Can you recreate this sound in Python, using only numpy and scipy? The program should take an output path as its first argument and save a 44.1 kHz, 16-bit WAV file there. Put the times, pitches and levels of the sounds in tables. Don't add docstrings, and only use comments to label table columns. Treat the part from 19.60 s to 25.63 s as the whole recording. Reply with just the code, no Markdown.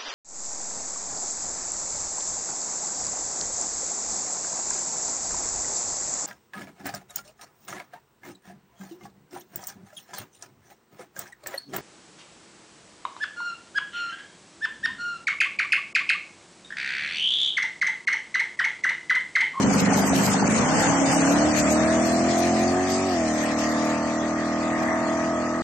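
import sys
import numpy as np
from scipy import signal
from scipy.io import wavfile
from scipy.ndimage import uniform_filter1d

SR = 44100
rng = np.random.default_rng(int(sys.argv[2]) if len(sys.argv) > 2 else 0)


def convert_level_to_amplitude(level_db):
    exponent = np.asarray(level_db, float) / 20
    return 10 ** exponent


def master_out(mix):
    frames = np.transpose(np.atleast_2d(mix))
    ceiling = np.clip(frames, -1, 1)
    pcm = np.round(ceiling * 32767).astype(np.int16)
    wavfile.write(sys.argv[1], SR, pcm)


N = 265923

# [t/s, cam cycles/Hz]
CAM_SPEED = [(0, 24.7), (.84, 24.7), (0.9, 26.1), (1.06, 30.9), (1.1, 32.2), (1.14, 33.4), (1.2, 34.6),
             (1.27, 34.8), (1.36, 34.3), (1.51, 34.1), (1.6, 33.5), (1.61, 33.6), (1.86, 38.1),
             (1.93, 38.2), (2.03, 37.3), (2.06, 37.5), (2.2, 39.3), (2.27, 40.0), (2.43, 41.1),
             (3.04, 44.4), (3.17, 45.5), (3.34, 46.6), (3.47, 47.3), (3.5, 46.2), (3.56, 42.9),
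             (3.59, 41.5), (3.63, 40.2), (3.7, 38.8), (3.79, 38.7), (4.0, 38.8), (4.67, 39.6), (4.77, 39.8),
             (5.87, 41.2), (6.03, 41.1)]
# [t/s, exhaust note/dB, roar/dB, hiss/dB, roughness/0-1, odd orders of the near bank/dB]
ENGINE_LOAD = [(0.88, -21.5, -22, -37.5, 0.25, 1), (0.89, -26, -22, -41, 0.3, 6),
               (0.91, -23.5, -22, -32, 0.4, 0), (0.92, -24, -23, -33.5, 0.36, 1),
               (1.2, -28, -19, -30, 0.25, 5), (1.44, -20, -23.5, -32, 0.37, -4.5),
               (1.52, -29, -18.5, -29.5, 0.3, 5), (1.57, -20.5, -23, -31, 0.36, -1.5),
               (1.83, -21.5, -22.5, -32.5, 0.36, 0.5), (1.98, -23.5, -26, -32.5, 0.33, -3.5),
               (2.07, -24.5, -23.5, -34, 0, 6), (2.1, -20, -24.5, -30.5, 0.37, -2),
               (2.3, -22.5, -25, -36.5, 0.12, 0), (2.46, -23.5, -27.5, -34.5, 0.3, 1.5),
               (2.77, -23.5, -27.5, -36, 0.28, 2), (2.9, -22, -30.5, -39.5, 0.25, -1),
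               (2.92, -23, -35, -40, 0.37, 2.5), (2.97, -25.5, -29.5, -36, 0.25, 6.5),
               (3.19, -21.5, -29.5, -39.5, 0.3, -4.5), (3.26, -25, -29, -40, 0.1, -6.5),
               (3.32, -24, -29.5, -32.5, 0.25, -0.5), (3.46, -23, -33, -39, 0.18, -4),
               (3.92, -27.5, -29.5, -37.5, 0.15, 3.5), (3.96, -25.5, -31, -43.5, 0.1, -1.5),
               (3.99, -27.5, -33, -37.5, 0.18, 4), (4.08, -26, -29.5, -39.5, 0.25, 0.5),
               (4.31, -25.5, -32.5, -40, 0.1, 2), (4.37, -27.5, -34, -41.5, 0.22, 2.5),
               (4.85, -27.5, -32, -44.5, 0.1, 2), (5.1, -27.5, -33, -42, 0.22, 3),
               (5.27, -27, -25, -45.5, 0.16, -1), (5.53, -28, -31.5, -42.5, 0.19, 4.5),
               (6.03, -27, -34.5, -46.5, 0.2, -1)]
# [order/cam cycles, level/dB]
HELD_ORDERS = [(2, -26), (3, -20), (4, -18), (5, -9), (6, -12), (7, -5), (8, 2), (9, -4), (10, -9), (11, 0),
               (12, -11), (13, -16), (14, -14)]
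LEAVING_ORDERS = [(1, -42), (2, -29), (3, -24.5), (4, -32), (5, -5.5), (6, -11.5), (7, -7.5), (8, 2.5),
                  (9, -3), (10, -8), (11, -28), (12, -29), (13, -14), (14, -20.5), (15, -10), (16, -14),
                  (17, -29), (18, -12), (19, -7.5), (20, -13), (21, -19.5), (22, -22), (23, -9),
                  (24, -28.5), (25, -5), (26, -24.5)]
PULLING_ORDERS = [(1, -40), (2, -10), (3, -13.5), (4, -12.5), (5, -1), (6, 2), (7, -5), (8, 0.5),
                  (9, -12.5), (10, -13.5), (11, -24), (12, -10), (13, -13.5), (14, -7), (15, -5), (16, 0.5),
                  (17, -7.5), (18, -12.5), (19, -20.5), (20, -13.5), (21, -24.5), (22, -27), (23, -19.5),
                  (24, -18.5), (25, -31), (26, -22.5), (27, -19), (28, -16.5), (29, -23), (30, -25.5)]
FAR_ORDERS = [(1, -26.5), (2, -14.5), (3, -17.5), (4, -13), (5, -7), (6, 1), (7, -3), (8, 1), (9, -23.5),
              (10, -14.5), (11, -18), (12, -15.5), (13, -10.5), (14, -19), (15, -7), (16, -2.5), (17, -9.5),
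              (18, -7), (19, -17), (20, -11), (21, -15.5), (22, -14.5), (23, -11), (24, -24), (25, -23.5),
              (26, -17), (27, -14), (28, -11), (29, -18.5), (30, -9), (31, -10.5), (32, -19.5)]
STAGE_TIMES = [
    .9,
    1.15,
    1.58,
    1.8,
    3.5,
    3.9,
]
STAGE_SPEEDS = [24.7, 34.3, 34.3, 43, 43, 40]
# [f/Hz, width/Hz, level/dB]
PIPE_RESONANCES = [(251, 120, 9.5), (658, 160, 11), (1269, 190, 13.5)]
# [t/s, peak level/dB (not used), depth of cut/dB, length of cut/s]
RELIGHTS = [(0.037, -18, 5.5, 0.053), (0.14, -32, 8, 0.029), (0.208, -3, 13, 0.019), (0.26, -15, 11, 0.012),
            (0.344, -15, 7.5, 0.011), (0.377, -5, 3.5, 0.029), (0.499, -18, 6.5, 0.066),
            (0.566, -20, 5, 0.045), (0.667, -14, 8.5, 0.039), (0.743, -2, 11, 0.02),
            (0.816, -16, 8.5, 0.065), (0.88, -12, 9, 0.018)]
# [t/s, peak level/dB, f/Hz]
AFTERFIRES = [(0.109, -14, 730), (0.298, -14, 721), (0.324, -10.5, 787), (0.379, -15, 874),
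              (0.433, -13.5, 720), (0.5, -15, 830), (0.531, -12, 704), (0.652, -17.5, 710),
              (0.678, -18.5, 890), (0.743, -10, 800), (0.825, -10.5, 850), (0.855, -12.5, 678)]
# [t/s, gain/dB, length/s]
TREBLE_MOMENTS = [(0.186, 3.5, .02), (0.392, 9.5, 0.02), (0.576, 8.5, 0.031), (0.672, 6, 0.026),
                  (.97, 3, 0.015), (1.076, -2.5, 0.018), (1.223, 2.5, 0.015), (1.992, 8, 0.016),
                  (2.344, 2.5, 0.014), (2.708, 3.5, .02), (2.85, 6, 0.042), (3.318, 0, 0.021),
                  (4.004, 4, 0.014), (4.275, 2, .04)]
# [f/Hz, level/dB per Hz]
ROAR_NEAR = [(24, -56), (40, -36.5), (155, -8), (215, -13), (267, -15), (376, -23), (467, -12.5),
             (847, -13), (1090, -15), (2050, -18), (2600, -32.5), (3000, -25), (3900, -48), (6600, -120)]
ROAR_FAR = [(24, -48), (40, -56), (118, -18), (227, -1.5), (319, -9), (369, -8), (549, -22), (634, -2.5),
            (979, -16.5), (1090, -6), (1480, -15.5), (1880, -1), (3000, -43), (3900, -57), (6600, -120)]
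# [f/Hz, level/dB per Hz]
LEFT_PORT = [(1500, -24.5), (2400, -1), (3000, -10), (3900, -9), (5000, -6.5), (6400, 0.5), (7100, -4.5),
             (7700, -22.5), (11000, -16.5), (13000, -12), (15000, -15.5)]
RIGHT_PORT = [(1500, -24), (2400, -11.5), (3300, -14), (4900, -5.5), (5900, -24), (6700, -10.5),
              (7800, -0.5), (8500, -9), (9200, -11.5), (13000, -9), (15000, -17.5)]
# [f/Hz, likeness/0-1]
PORT_LIKENESS = [(60, 1), (130, 0.37), (290, 0.99), (630, 0.48), (1380, 0.31), (3000, .14), (6600, 0.09)]
# [f/Hz, level/dB]
PORT_LEAN = [(60, 0), (800, -0.4), (1300, 0.5), (2500, 1.5)]
# [t/s, step against treble level/dB]
GRAIN_OVER_TIME = [(0, 7), (.7, 5.5), (.9, 8), (2.5, 9), (2.9, 4), (4.2, 3), (4.6, 6.5), (5.4, 6.5),
                   (6.03, 7.5)]
# [f/Hz, step/dB]
GRAIN_BY_PITCH = [(1500, -16.5), (2300, -2.5), (4000, 4), (6000, -0.5), (7200, -2.5), (8200, -2.5),
                  (8800, 2.5), (9500, 12.5), (15000, 10)]


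def evened(x):
    return x / np.sqrt(np.mean(abs(x) ** 2) + 1e-20)


def read(points, hz):
    f, value = np.transpose(points)
    return np.interp(np.log(hz + 1), np.log(f + 1), value)


def curve(rows, t, column=1):
    rows = np.array(rows)
    return np.interp(t, rows[:, 0], rows[:, column])


def port_pair(shape, likeness):
    a, b, c, d = rng.standard_normal((4, *shape))
    likeness = np.clip(likeness, 0, 1)
    left, other = a + 1j * b, c + 1j * d
    return np.array([left, likeness * left + np.sqrt(1 - likeness ** 2) * other])


def treble_moments_db(t):
    return sum(db * np.exp(-.5 * ((t - s) / length) ** 2) for s, db, length in TREBLE_MOMENTS)


def cuts_db(t):
    out = np.zeros(len(t))
    for s, _, depth_db, length in RELIGHTS:
        sag = np.exp(np.minimum(t - s, 0) / length)
        snap = np.exp(-np.maximum(t - s, 0) / 0.0013)
        out -= depth_db * sag * snap
    return out


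def pattern_db(order, t):
    def level(table):
        k, db = np.transpose(table)
        beyond_db = -0.69 * max(order - k[-1], 0)
        total_db = 10 * np.log10(np.sum(convert_level_to_amplitude(db[:11]) ** 2))
        return np.interp(order, k, db) + beyond_db - total_db

    def pipe_db(speed):
        return sum(db / (1 + (2 * (order * speed - hz) / width) ** 2) for hz, width, db in PIPE_RESONANCES)

    held, leaving, pulling, far = map(level, (HELD_ORDERS, LEAVING_ORDERS, PULLING_ORDERS, FAR_ORDERS))
    base_db = np.interp(t, STAGE_TIMES, [held, leaving, leaving, pulling, pulling, far])
    return base_db + pipe_db(curve(CAM_SPEED, t)) - pipe_db(np.interp(t, STAGE_TIMES, STAGE_SPEEDS))


def exhaust(t, turns, count=42):
    hop = 128
    slow, out = t[::hop], np.zeros((2, N))
    rough = np.where(slow < .9, .5, np.clip(curve(ENGINE_LOAD, slow, column=4), 0, 1))
    bank_db = curve(ENGINE_LOAD, slow, column=5)
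    turn = np.exp(2j * np.pi * turns)
    spin, scatter = turn, 2 * np.pi * rng.random(count)
    for k in range(2, count):
        spin = spin * turn
        waver_hz = 5.5 + .3 * k
        waver = port_pair(slow.shape, 1.1 * read(PORT_LIKENESS, 17.0 * k))
        waver = evened(signal.lfilter([1], [1, -np.exp(-2 * np.pi * waver_hz * hop / SR)], waver))
        drift_db = 1.8 * evened(uniform_filter1d(rng.standard_normal(len(slow)), size=200))
        share = np.clip(rough * (.6 + k / 23.0), 0, .97)
        level = convert_level_to_amplitude(pattern_db(k, slow) + bank_db * (k % 2) + drift_db * (k > 8))
        size = level * (np.sqrt(1 - share ** 2) + share * waver)
        lag = 1.8 * (k < 5) - .8 * (k % 2) + (k > 8) * scatter[k]
        for c, side in enumerate((.5, -.5)):
            ahead = side * 38. * k * 2 * np.pi * .0001
            gain = np.sqrt(2) * convert_level_to_amplitude(side * read(PORT_LEAN, 47.0 * k)) * np.exp(1j * (lag + ahead))
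            out[c] += (np.interp(t, slow, gain * size[c]) * spin).real
    held_db = np.interp(t, STAGE_TIMES[:2], [3., 0])
    return out * convert_level_to_amplitude(curve(ENGINE_LOAD, t) + cuts_db(t) + held_db)


def rush(near_db, far_db, likeness, patchy_db):
    frames, hz = N // 128 + 5, np.fft.rfftfreq(512, 1 / SR)
    gone = np.clip((np.arange(frames) * 128 / SR - 1.7) / 2.2, 0, 1)
    patches = uniform_filter1d(rng.standard_normal((257, frames)), size=6, axis=0)
    patches = evened(uniform_filter1d(patches, size=20, axis=1))
    colour_db = near_db(hz)[..., None] * (1 - gone) + far_db(hz)[..., None] * gone
    z = port_pair((257, frames), likeness(hz)[:, None]) * convert_level_to_amplitude(colour_db + patchy_db * patches)
    x = signal.istft(z, nperseg=512, noverlap=384)[1][:, :N]
    return x / np.sqrt(uniform_filter1d(x.mean(0) ** 2, size=22050))


def roar(t, turns):
    def colour(points):
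        return lambda hz: read(points, hz) + np.outer([.5, -.5], read(PORT_LEAN, hz))

    gas = rush(colour(ROAR_NEAR), colour(ROAR_FAR), lambda hz: read(PORT_LIKENESS, hz), patchy_db=2.0)
    cycle = 2 * np.pi * turns
    beat = 1 + 0.16 * np.cos(cycle + 1.07) + 0.05 * np.cos(2 * cycle + 0.6)
    return gas * beat * convert_level_to_amplitude(curve(ENGINE_LOAD, t, column=2) - 4.0 + .5 * cuts_db(t))


def hiss(t, turns):
    def near(hz):
        return np.array([read(LEFT_PORT, hz), read(RIGHT_PORT, hz)])

    def far(hz):
        return near(hz) - 1.1e-3 * np.minimum(hz, 9000)

    fizz = rush(near, far, lambda hz: 0.12 + 0 * hz, patchy_db=3.0)
    cycle = 2 * np.pi * turns
    beat = 1 + 0.067 * np.cos(cycle + 2.1) + 0.05 * np.cos(2 * cycle + 0.23) + 0.05 * np.cos(4 * cycle)
    level_db = curve(ENGINE_LOAD, t, column=3) + 2.0
    return fizz * beat * convert_level_to_amplitude(level_db + .5 * treble_moments_db(t) - 0.9 * cuts_db(t))


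def cracks():
    out, u = np.zeros(N), np.arange(900) / SR
    rise = u / .0018
    for s, db, hz in AFTERFIRES:
        ring = convert_level_to_amplitude(db - 3.) * np.sin(2 * np.pi * hz * u) * rise * np.exp(1 - rise)
        out[round(s * SR):][:len(u)] += ring
    return out


def wind():
    low = signal.butter(2, 111, fs=SR, output="sos")
    lumps = signal.sosfilt(low, rng.standard_normal((2, N)))
    return convert_level_to_amplitude(-46.5) * evened(lumps)


def scene():
    t = np.arange(N) / SR
    turns = np.cumsum(curve(CAM_SPEED, t)) / SR
    return exhaust(t, turns) + roar(t, turns) + hiss(t, turns) + cracks() + wind()


def grain_treble(x, start, finer_db, size=1024):
    n, k = np.arange(2 * size), np.arange(size) + .5
    basis = np.cos(np.pi / size * np.outer(n + .5 + size / 2, k)) * np.sqrt(2 / size)
    basis *= signal.windows.kaiser_bessel_derived(2 * size, 4 * np.pi)[:, None]
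    frames = N // size + 2
    padded = np.pad(x, ((0, 0), (2 * size - start, 3 * size)))
    at = np.arange(frames)[:, None] * size + n
    lines = padded[:, at] @ basis
    hz = k * SR / 2 / size
    t = (at[:, size] - 2 * size + start) / SR
    treble = np.sqrt(uniform_filter1d((lines[:, :, 120:400] ** 2).mean((0, 2)), size=15))
    by_band = np.repeat(rng.exponential(1, (2, frames, size // 16)), 16, axis=2)
    luck_db = 2.0 * rng.standard_normal((2, frames, 1)) - 2.2 * by_band
    frame_step = treble * convert_level_to_amplitude(curve(GRAIN_OVER_TIME, t) - 0.9 * treble_moments_db(t))
    step = frame_step[:, None] * convert_level_to_amplitude(read(GRAIN_BY_PITCH, hz) + luck_db - finer_db)
    lines = np.sign(lines) * step * np.floor(abs(lines) / step + 0.32)
    halves = (lines @ basis.T).reshape(2, frames, 2, size)
    out = halves[:, 1:, 0] + halves[:, :-1, 1]
    return out.reshape(2, -1)[:, size - start:][:, :N]


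def band_limit(x):
    return signal.sosfilt(signal.butter(12, 15010, fs=SR, output="sos"), x)


def record(dry):
    x = signal.sosfilt(signal.butter(2, 68., "high", fs=SR, output="sos"), dry)
    power_db = 10 * np.log10(uniform_filter1d((x ** 2).mean(0), size=300) + 1e-9)
    over_db = power_db - uniform_filter1d(power_db, size=9000)
    x = x / convert_level_to_amplitude(.3 * uniform_filter1d(over_db, size=100))
    ceiling = 0.78
    x = ceiling * np.tanh(x / ceiling)
    x = grain_treble(x, start=300, finer_db=0)
    mix = grain_treble(x, start=735, finer_db=17)
    return band_limit(mix)


dry = scene()
out = record(dry)
master_out(out)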